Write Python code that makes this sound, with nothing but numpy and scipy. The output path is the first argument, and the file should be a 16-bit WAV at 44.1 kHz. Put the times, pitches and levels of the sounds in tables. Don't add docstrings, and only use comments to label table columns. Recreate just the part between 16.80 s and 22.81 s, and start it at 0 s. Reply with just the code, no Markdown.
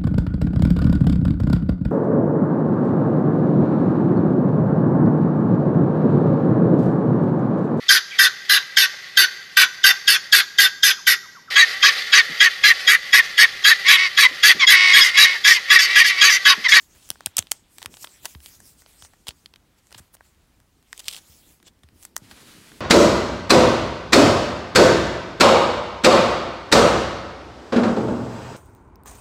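import sys
import numpy as np
from scipy import signal
from scipy.fft import rfft, irfft, next_fast_len
from scipy.io import wavfile
from scipy.ndimage import uniform_filter1d, map_coordinates

SR = 44100
rng = np.random.default_rng(int(sys.argv[2]) if len(sys.argv) > 2 else 0)


def transcribe(signal):
    frames = np.atleast_2d(signal).T
    limited = np.clip(frames, -1, 1)
    pcm = np.round(limited * 32767).astype(np.int16)
    wavfile.write(sys.argv[1], SR, pcm)


N = 264878

# start in seconds,
# body level in dB, crisp over body in dB, time to fall 60 dB in ms (held within 1 to 40 ms when played),
# low over body in dB.
SNAPS_AND_TAPS = [(0.29, -48, 11, 11, -1), (0.3035, -22.5, 4.5, 5.6, -5), (0.3139, -41, 0, 9, -2),
                  (0.357, -59, -16, 10, 14), (0.4074, -44, 1.5, 2.7, 6), (0.461, -15, 1.5, 5, -16.5),
                  (0.4686, -38.5, -14, 11, 6), (0.5685, -23.5, 13, 8.8, -10), (0.583, -24, 10, 6.3, -9),
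                  (0.585, -26.5, 6, 4.7, -15), (0.5876, -29, -8, 7.8, -9), (0.5907, -24, 14.5, 1.7, 0),
                  (0.6251, -36.5, -2, 7.3, -10), (0.6701, -42.5, -7, 6.9, -11), (0.714, -31, 10, 7.3, -12),
                  (0.7172, -12, 0.5, 7.2, -7.5), (0.7254, -45, 13, 12, -10), (0.9834, -35, -1.5, 9.5, -8.5),
                  (1.018, -43.5, -5, 18, 4.5), (1.0282, -32.5, 0, 0.86, -5.5), (1.047, -46, -6, 15, 6.5),
                  (1.0593, -29, 2.5, 8.1, -2.5), (1.141, -39.5, -6, 3.2, -5), (1.1695, -41, -4, 20, -1),
                  (1.2434, -39, 1, 14, 4.5), (1.2464, -28.5, -6, 1.6, -8.5), (1.272, -39, -21, 11, -5.5),
                  (1.4469, -44, 2, 59, 4), (1.455, -26.5, 1, 24.5, -1.5), (1.5496, -37, -21.5, 10.5, -6.5),
                  (1.6037, -48.5, -2, 7.1, 0.5), (1.6607, -33.5, -4.5, 0.83, -9.5),
                  (1.8024, -58, 14.5, 22, 8), (2.02, -58, 7, 9.5, 9), (2.062, -46, -23, 3.8, -1),
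                  (2.2235, -36.5, -9, 8, -5.5), (2.2481, -47.5, -1.5, 34, 1.5), (2.3348, -61, 1, 22, 14),
                  (2.4696, -36, -4, 17, 0.5), (2.479, -46, 3.5, 3.7, 4), (2.4836, -24, -5.5, 3.3, -17),
                  (2.4896, -26, -5, 5.2, -10.5), (2.5077, -37, -15, 7.4, -8),
                  (2.6595, -35.5, -11, 6.9, -11.5), (2.738, -40, -18, 9.2, -6.5),
                  (2.7597, -39.5, -15, 7.6, -8), (3.07, -61.5, 9, 3.8, -3.5), (3.108, -54, 2, 5.2, -0.5),
                  (3.126, -35.5, -8.5, 9.1, -9), (3.3509, -57, 10, 10.5, 10), (3.368, -57, -5.5, 11, 4.5),
                  (3.408, -61, -1.5, 8.4, 19), (3.802, -58, 4.5, 4.2, 2), (4.027, -58, -0.5, 2.7, -2),
                  (4.129, -33.5, -1.5, 9.3, 2), (4.178, -41, 4, 4.8, -13), (4.801, -58, -7, 6.1, 3),
                  (4.828, -55.5, 3, 14, 0.5), (4.8773, -50, -2, 44, -11), (5.0341, -51.5, -4.5, 28, 0.5),
                  (5.088, -52, -9, 6, -7.5), (5.227, -49, 5, 15, -2), (5.234, -54, 11, 5.5, -7),
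                  (5.2512, -45.5, 15, 14, 3), (5.3602, -49.5, 3, 17, -12), (5.3652, -29, 9, 9, 2.5),
                  (5.3777, -60.5, 26, 17, -5), (5.5119, -42, -5.5, 47, 0.5), (5.9178, -49, -8, 9, 12.5)]
# start in seconds, body level in dB, time to fall 60 dB in ms.
EDGE_CATCHES = [(4.2437, -44.5, 2.4), (4.283, -19, 1.5), (4.3123, -35, 4), (4.336, -35.5, 4),
                (4.3588, -40, 3.6), (4.3651, -34, 5)]
CATCH_CRISP_DB, CATCH_LOW_DB = -3, -46
# start in seconds, length in seconds before the die-away,
# body level in dB, crisp over body in dB, low over body in dB.
CRACKLE_RUNS = [(0.581, 0.011, -32.5, 5, -1), (3.117, 0.0032, -56, 1, 6.5), (3.145, 0.0058, -42, -11, -4),
                (3.1785, 0.02, -52, 7.5, 3), (3.339, 0.012, -66.5, 14, 9), (4.193, 0.012, -41.5, 2, -9),
                (4.255, 0.021, -47.5, -4, -31), (4.2844, 0.0055, -29, -5, -23.5),
                (4.294, 0.022, -44, -3, -25), (4.326, 0.011, -40, -2, -17), (4.344, 0.0055, -37, -7, -11),
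                (4.368, 0.0236, -46, 0, -11)]
# peak time in seconds, hiss level in dB, air over hiss in dB,
# scrape over hiss in dB, rise over 20 dB in seconds, fall over 20 dB in seconds.
FILM_STROKES = [(0.02, -58, -3.5, -8, 0.16, 0.098), (0.16, -61.5, 0, 2.5, 0.085, 0.08),
                (0.262, -57.5, -3.5, -4, 0.19, 0.17), (0.45, -72.5, -8, 11, 0.26, 0.7),
                (0.584, -39, -10, 10.5, 0.0094, 0.022), (0.76, -57.5, -17, -17.5, 0.11, 0.078),
                (0.95, -63.5, 1.5, -16, 0.074, 0.066), (1.034, -56.5, -1, -0.5, 0.12, 0.049),
                (1.14, -54, -2, -8, 0.052, 0.072), (1.232, -45.5, 0, -9, 0.066, 0.038),
                (1.3, -60.5, -0.5, -1, 0.16, 0.27), (1.435, -61, 6, 2, 0.017, 0.046),
                (1.499, -55, 3.5, -3, 0.11, 0.1), (1.648, -54, 3.5, -6, 0.06, 0.19),
                (1.748, -54, -3, -12, 0.038, 0.051), (1.879, -54.5, -1.5, -9, 0.11, 0.098),
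                (2.002, -57, -5, -9.5, 0.049, 0.065), (2.1, -61, -0.5, -0.5, 0.062, 0.26),
                (2.25, -50, -12, -15, 0.088, 0.037), (2.32, -69.5, -4.5, -1, 0.25, 0.52),
                (2.483, -45.5, -12, 3, 0.015, 0.038), (2.58, -67.5, -2, -6.5, 0.14, 0.18),
                (2.986, -68, -2, 3, 0.027, 0.03), (3.08, -68.5, -7, -8.5, 0.1, .08),
                (3.16, -63, -1, 3.5, 0.079, 0.15), (3.345, -65, 18, -3, 0.017, 0.015),
                (3.46, -67.5, 0, 0.5, 0.06, 0.095), (4.09, -72.5, -3.5, -5, 0.31, 0.21),
                (4.194, -57.5, -1, -0.5, 0.11, 0.1), (4.291, -51, -7, -3, 0.1, 0.14),
                (4.36, -51.5, -4, -1, 0.14, 0.067), (4.53, -59, 0, -2.5, 0.26, 0.2),
                (4.71, -62.5, 1, -1.5, 0.31, 0.11), (4.877, -55.5, -15.5, 3.5, 0.033, 0.022),
                (5.24, -58.5, 2, -1.5, 0.097, 0.061)]
# start in seconds, level in dB, pitch it settles to in Hz,
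# time to fall 60 dB in seconds.
TABLE_BUMPS = [(0.308, -33.5, 72, 0.031), (0.468, -37, 85.5, 0.09), (0.591, -30, 83, 0.089),
               (1.06, -41.5, 79, 0.14), (1.555, -36, 70, 0.22), (2.224, -49, 80, 0.25),
               (2.487, -35.5, 59, 0.085), (3.155, -45, 105.5, 0.16), (3.202, -40.5, 72.5, 0.086),
               (4.497, -48.5, 70.6, 0.22), (5.04, -46.5, 74.9, 0.25), (5.13, -50.5, 82, 0.35),
               (5.419, -42, 104, 0.13), (5.527, -45.5, 59, 0.17)]
# time in seconds, level in dB.
HAND_STIR = [(0, -69), (0.95, -68), (1.08, -56.5), (1.2, -68), (2.5, -68.5), (3.6, -72.5), (5.3, -65.5),
             (5.45, -57.5), (6.01, -55.5)]
# time in seconds, level in dB.
FOREARM_SWEEP = [(5.36, -73), (5.45, -56), (5.55, -52), (5.75, -51), (6.01, -53)]

# frequency in Hz, relative density in dB per Hz.
CRISP_SPECTRUM = [(2500, -38), (6000, -5), (8600, -4), (13000, -13.5), (17000, -15), (20000, -35.5)]
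BODY_SPECTRUM = [(600, -39.5), (2200, -10.5), (3200, 0.5), (5000, -5), (7500, -36)]
LOW_SPECTRUM = [(60, -49), (250, -4), (600, 8), (1200, 10), (1900, 11), (3500, -35.5)]
# frequency in Hz, relative density in dB per Hz.
HISS_SPECTRUM = [(3200, -23), (5000, -1.5), (8500, 1), (12000, -24.5)]
AIR_SPECTRUM = [(7000, -27.5), (10000, -12), (17000, -14.5), (20000, -35)]
SCRAPE_SPECTRUM = [(400, -5), (1500, -4.5), (3300, 0.5), (4600, -4), (6500, -24)]
# frequency in Hz, relative density in dB per Hz.
TABLE_SPECTRUM = [(25, -24), (60, -8), (190, -3), (320, -4.5), (900, -23.5), (2000, -79.5)]
CLOTH_SPECTRUM = [(500, -5), (1500, 0), (4500, -1), (5500, -4), (10200, -6), (16000, -15)]
ROOM_SPECTRUM = [(15, -44), (25, -6.5), (64, 1), (363, -19.5), (416, -20), (1020, -19.5), (8830, -29.5),
                 (16000, -33)]
# frequency in Hz, time to fall 60 dB in seconds.
WALL_DECAY = [(300, 0.39), (3000, 0.091), (12000, 0.088)]

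LEAD_DB, LEAD_MS = -29, 8
CRACKS_PER_S, CRACK_SPREAD_DB = 14000, 3
CRACKLE_T60_MS, SAG_DB_PER_S = 7.1, 200.5
TICKS_PER_S, TICK_DB, TICK_SPREAD_DB = 35, -60, 3
ROUNDNESS = 1.4
SETTLE_DB, SETTLE_T60_S = -41.5, 0.19
WALLS_DB, ROOM_DB = -23.0, -63.5
TOP_HZ = 16150


def clicks():
    lead = 300
    t = np.arange(-lead, 1200) / SR
    bands = np.zeros((3, N + len(t)))
    events = []
    for s, db, crisp_db, t60_ms, low_db in SNAPS_AND_TAPS:
        events.append((s, db + crisp_db, db, db + low_db, t60_ms))
    for s, db, t60_ms in EDGE_CATCHES:
        events.append((s, db + CATCH_CRISP_DB, db, db + CATCH_LOW_DB, t60_ms))
    for s, *levels_db, t60_ms in events:
        strain_db = LEAD_DB + 60 * t / (LEAD_MS / 1000)
        rattle_db = -60 * t / (np.clip(t60_ms, 1, 40) / 1000)
        burst = amp(np.where(t < 0, strain_db, rattle_db)) * rng.standard_normal(len(t))
        burst[lead] = -3.5
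        burst /= np.sqrt(uniform_filter1d(burst ** 2, size=60).max())
        start = round(s * SR) - lead
        bands[:, start:start + len(t)] += amp(levels_db)[:, None] * burst
    crisp, body, low = bands[:, :N] + crackles()
    return coloured(crisp, CRISP_SPECTRUM) + coloured(body, BODY_SPECTRUM) + coloured(low, LOW_SPECTRUM)


def crackles():
    t, bands = np.arange(N) / SR, np.zeros((3, N))
    happens = rng.random((3, N)) < CRACKS_PER_S / SR
    size = amp(CRACK_SPREAD_DB * rng.standard_normal((3, N)))
    cracks = happens * size * rng.standard_normal((3, N))
    cracks /= np.sqrt(np.abs(uniform_filter1d(cracks ** 2, size=200, axis=1)))
    for s, length_s, db, crisp_db, low_db in CRACKLE_RUNS:
        sag_db = SAG_DB_PER_S * np.abs(t - s)
        die_db = 60 * np.maximum(t - s - length_s, 0) / (CRACKLE_T60_MS / 1000)
        levels = amp(db + np.array([[crisp_db], [0], [low_db]]))
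        bands += levels * (t > s) * amp(-sag_db - die_db) * cracks
    return bands


def ticks():
    when, chance, crisp_share = rng.random((300, 3))[:int(TICKS_PER_S * N / SR)].T
    gain = amp(TICK_DB - TICK_SPREAD_DB * np.log(chance + 0.00078))
    place = (when * N).astype(int)
    crisp = np.bincount(place, gain * crisp_share, N)
    body = np.bincount(place, gain * (1 - crisp_share), N)
    return coloured(crisp, CRISP_SPECTRUM) + coloured(body, BODY_SPECTRUM)


def rubbing():
    hiss_db, air_db, scrape_db = strokes()
    pressure = np.clip((scrape_db + 68.5) / 18, .15, 1)
    slips = amp(pressure * (0.99 * wobble(130) + 5.5 * wobble(1500)))
    slips /= np.sqrt(np.abs(uniform_filter1d(slips ** 2, size=1200)))
    hiss = amp(hiss_db) * coloured(slips * patchy(3.2), HISS_SPECTRUM)
    air = amp(air_db) * coloured(slips * patchy(3.2), AIR_SPECTRUM)
    scrape = amp(scrape_db) * coloured(slips * patchy(3.2), SCRAPE_SPECTRUM)
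    return hiss + air + scrape


def strokes():
    t, power = np.arange(N) / SR, np.full((3, N), 1e-12)
    for s, db, air_db, scrape_db, rise_s, fall_s in FILM_STROKES:
        away = np.maximum((s - t) / rise_s, (t - s) / fall_s)
        swell_db = db - 20 * away ** ROUNDNESS
        power += amp(swell_db + np.array([[0], [air_db], [scrape_db]])) ** 2
    for s, db, crisp_db, *_ in SNAPS_AND_TAPS:
        start = round(s * SR)
        after = t[start:start + SR // 4] - s
        settle_db = db + crisp_db + SETTLE_DB - 60 * after / SETTLE_T60_S
        power[:2, start:start + SR // 4] += amp(settle_db) ** 2
    return 10 * np.log10(power)


def table():
    booms, t = np.zeros(N + SR), np.arange(SR // 2) / SR
    for s, db, hz, t60 in TABLE_BUMPS:
        cycles = np.cumsum(hz * (1 + 3.6 * np.exp(-t / 0.0025))) / SR
        onset = 1 - np.exp(-t / 0.00077)
        start = round(s * SR)
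        booms[start:start + len(t)] += amp(db - 60 * t / t60) * onset * np.sin(2 * np.pi * cycles)
    rumble = amp(curve(HAND_STIR) + wobble(14)) * coloured(patchy(2.2), TABLE_SPECTRUM)
    return booms[:N] + rumble


def sweep():
    moving = np.arange(N) > FOREARM_SWEEP[0][0] * SR
    return moving * amp(curve(FOREARM_SWEEP) + wobble(44)) * coloured(patchy(0.63), CLOTH_SPECTRUM)


def walls(x):
    hz, t, z = signal.stft(rng.standard_normal(SR // 2), SR, nperseg=256)
    decay = amp(-60 * t / along(WALL_DECAY, hz)[:, None])
    tail = signal.istft(z * decay, SR, nperseg=256)[1]
    delayed = np.pad(x, (40, 0))
    return signal.fftconvolve(delayed, tail / np.linalg.norm(tail))[:N]


def quiet_room():
    return amp(ROOM_DB + wobble(3)) * coloured(patchy(0.96), ROOM_SPECTRUM)


def amp(db):
    return 10 ** (np.asarray(db) / 20)


def unit(x):
    return x / np.sqrt(np.mean(x ** 2) + 1e-20)


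def along(points, hz):
    f, v = np.transpose(points)
    return np.interp(np.log(hz + 1), np.log(f + 1), v)


def curve(rows):
    s, values = np.transpose(rows)
    return np.interp(np.arange(N) / SR, s, values)


def wobble(rate):
    knots = rng.standard_normal(int(N * rate / SR) + 4)
    return map_coordinates(knots, [np.arange(N) * rate / SR])


def coloured(x, spectrum):
    size = next_fast_len(N + 8192)
    gain = amp(along(spectrum, np.fft.rfftfreq(size, 1 / SR)))
    cepstrum = irfft(np.log(unit(gain) + 1e-6), size)
    cepstrum[1:size // 2] *= 2
    cepstrum[size // 2 + 1:] = 0
    return irfft(rfft(x, size) * np.exp(rfft(cepstrum)), size)[:N]


def patchy(depth_db):
    z = signal.stft(rng.standard_normal(N), nperseg=256)[2]
    field = uniform_filter1d(rng.standard_normal(z.shape), size=7, axis=0)
    field = uniform_filter1d(field, size=16, axis=1)
    return signal.istft(z * amp(depth_db * unit(field)), nperseg=256)[1][:N]


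def scene():
    sharp = clicks() + ticks()
    answer = amp(WALLS_DB) * walls(sharp)
    return (sharp + answer + rubbing() + table() + sweep() + quiet_room())[None]


def record(dry):
    rounded = dry / (1 + np.abs(dry / .9) ** 6) ** (1 / 6)
    edge = np.clip((TOP_HZ - np.fft.rfftfreq(N, 1 / SR)) / 500, 0, 1)
    return irfft(rfft(rounded) * np.sin(edge * np.pi / 2) ** 2, N)


dry = scene()
out = record(dry)
transcribe(out)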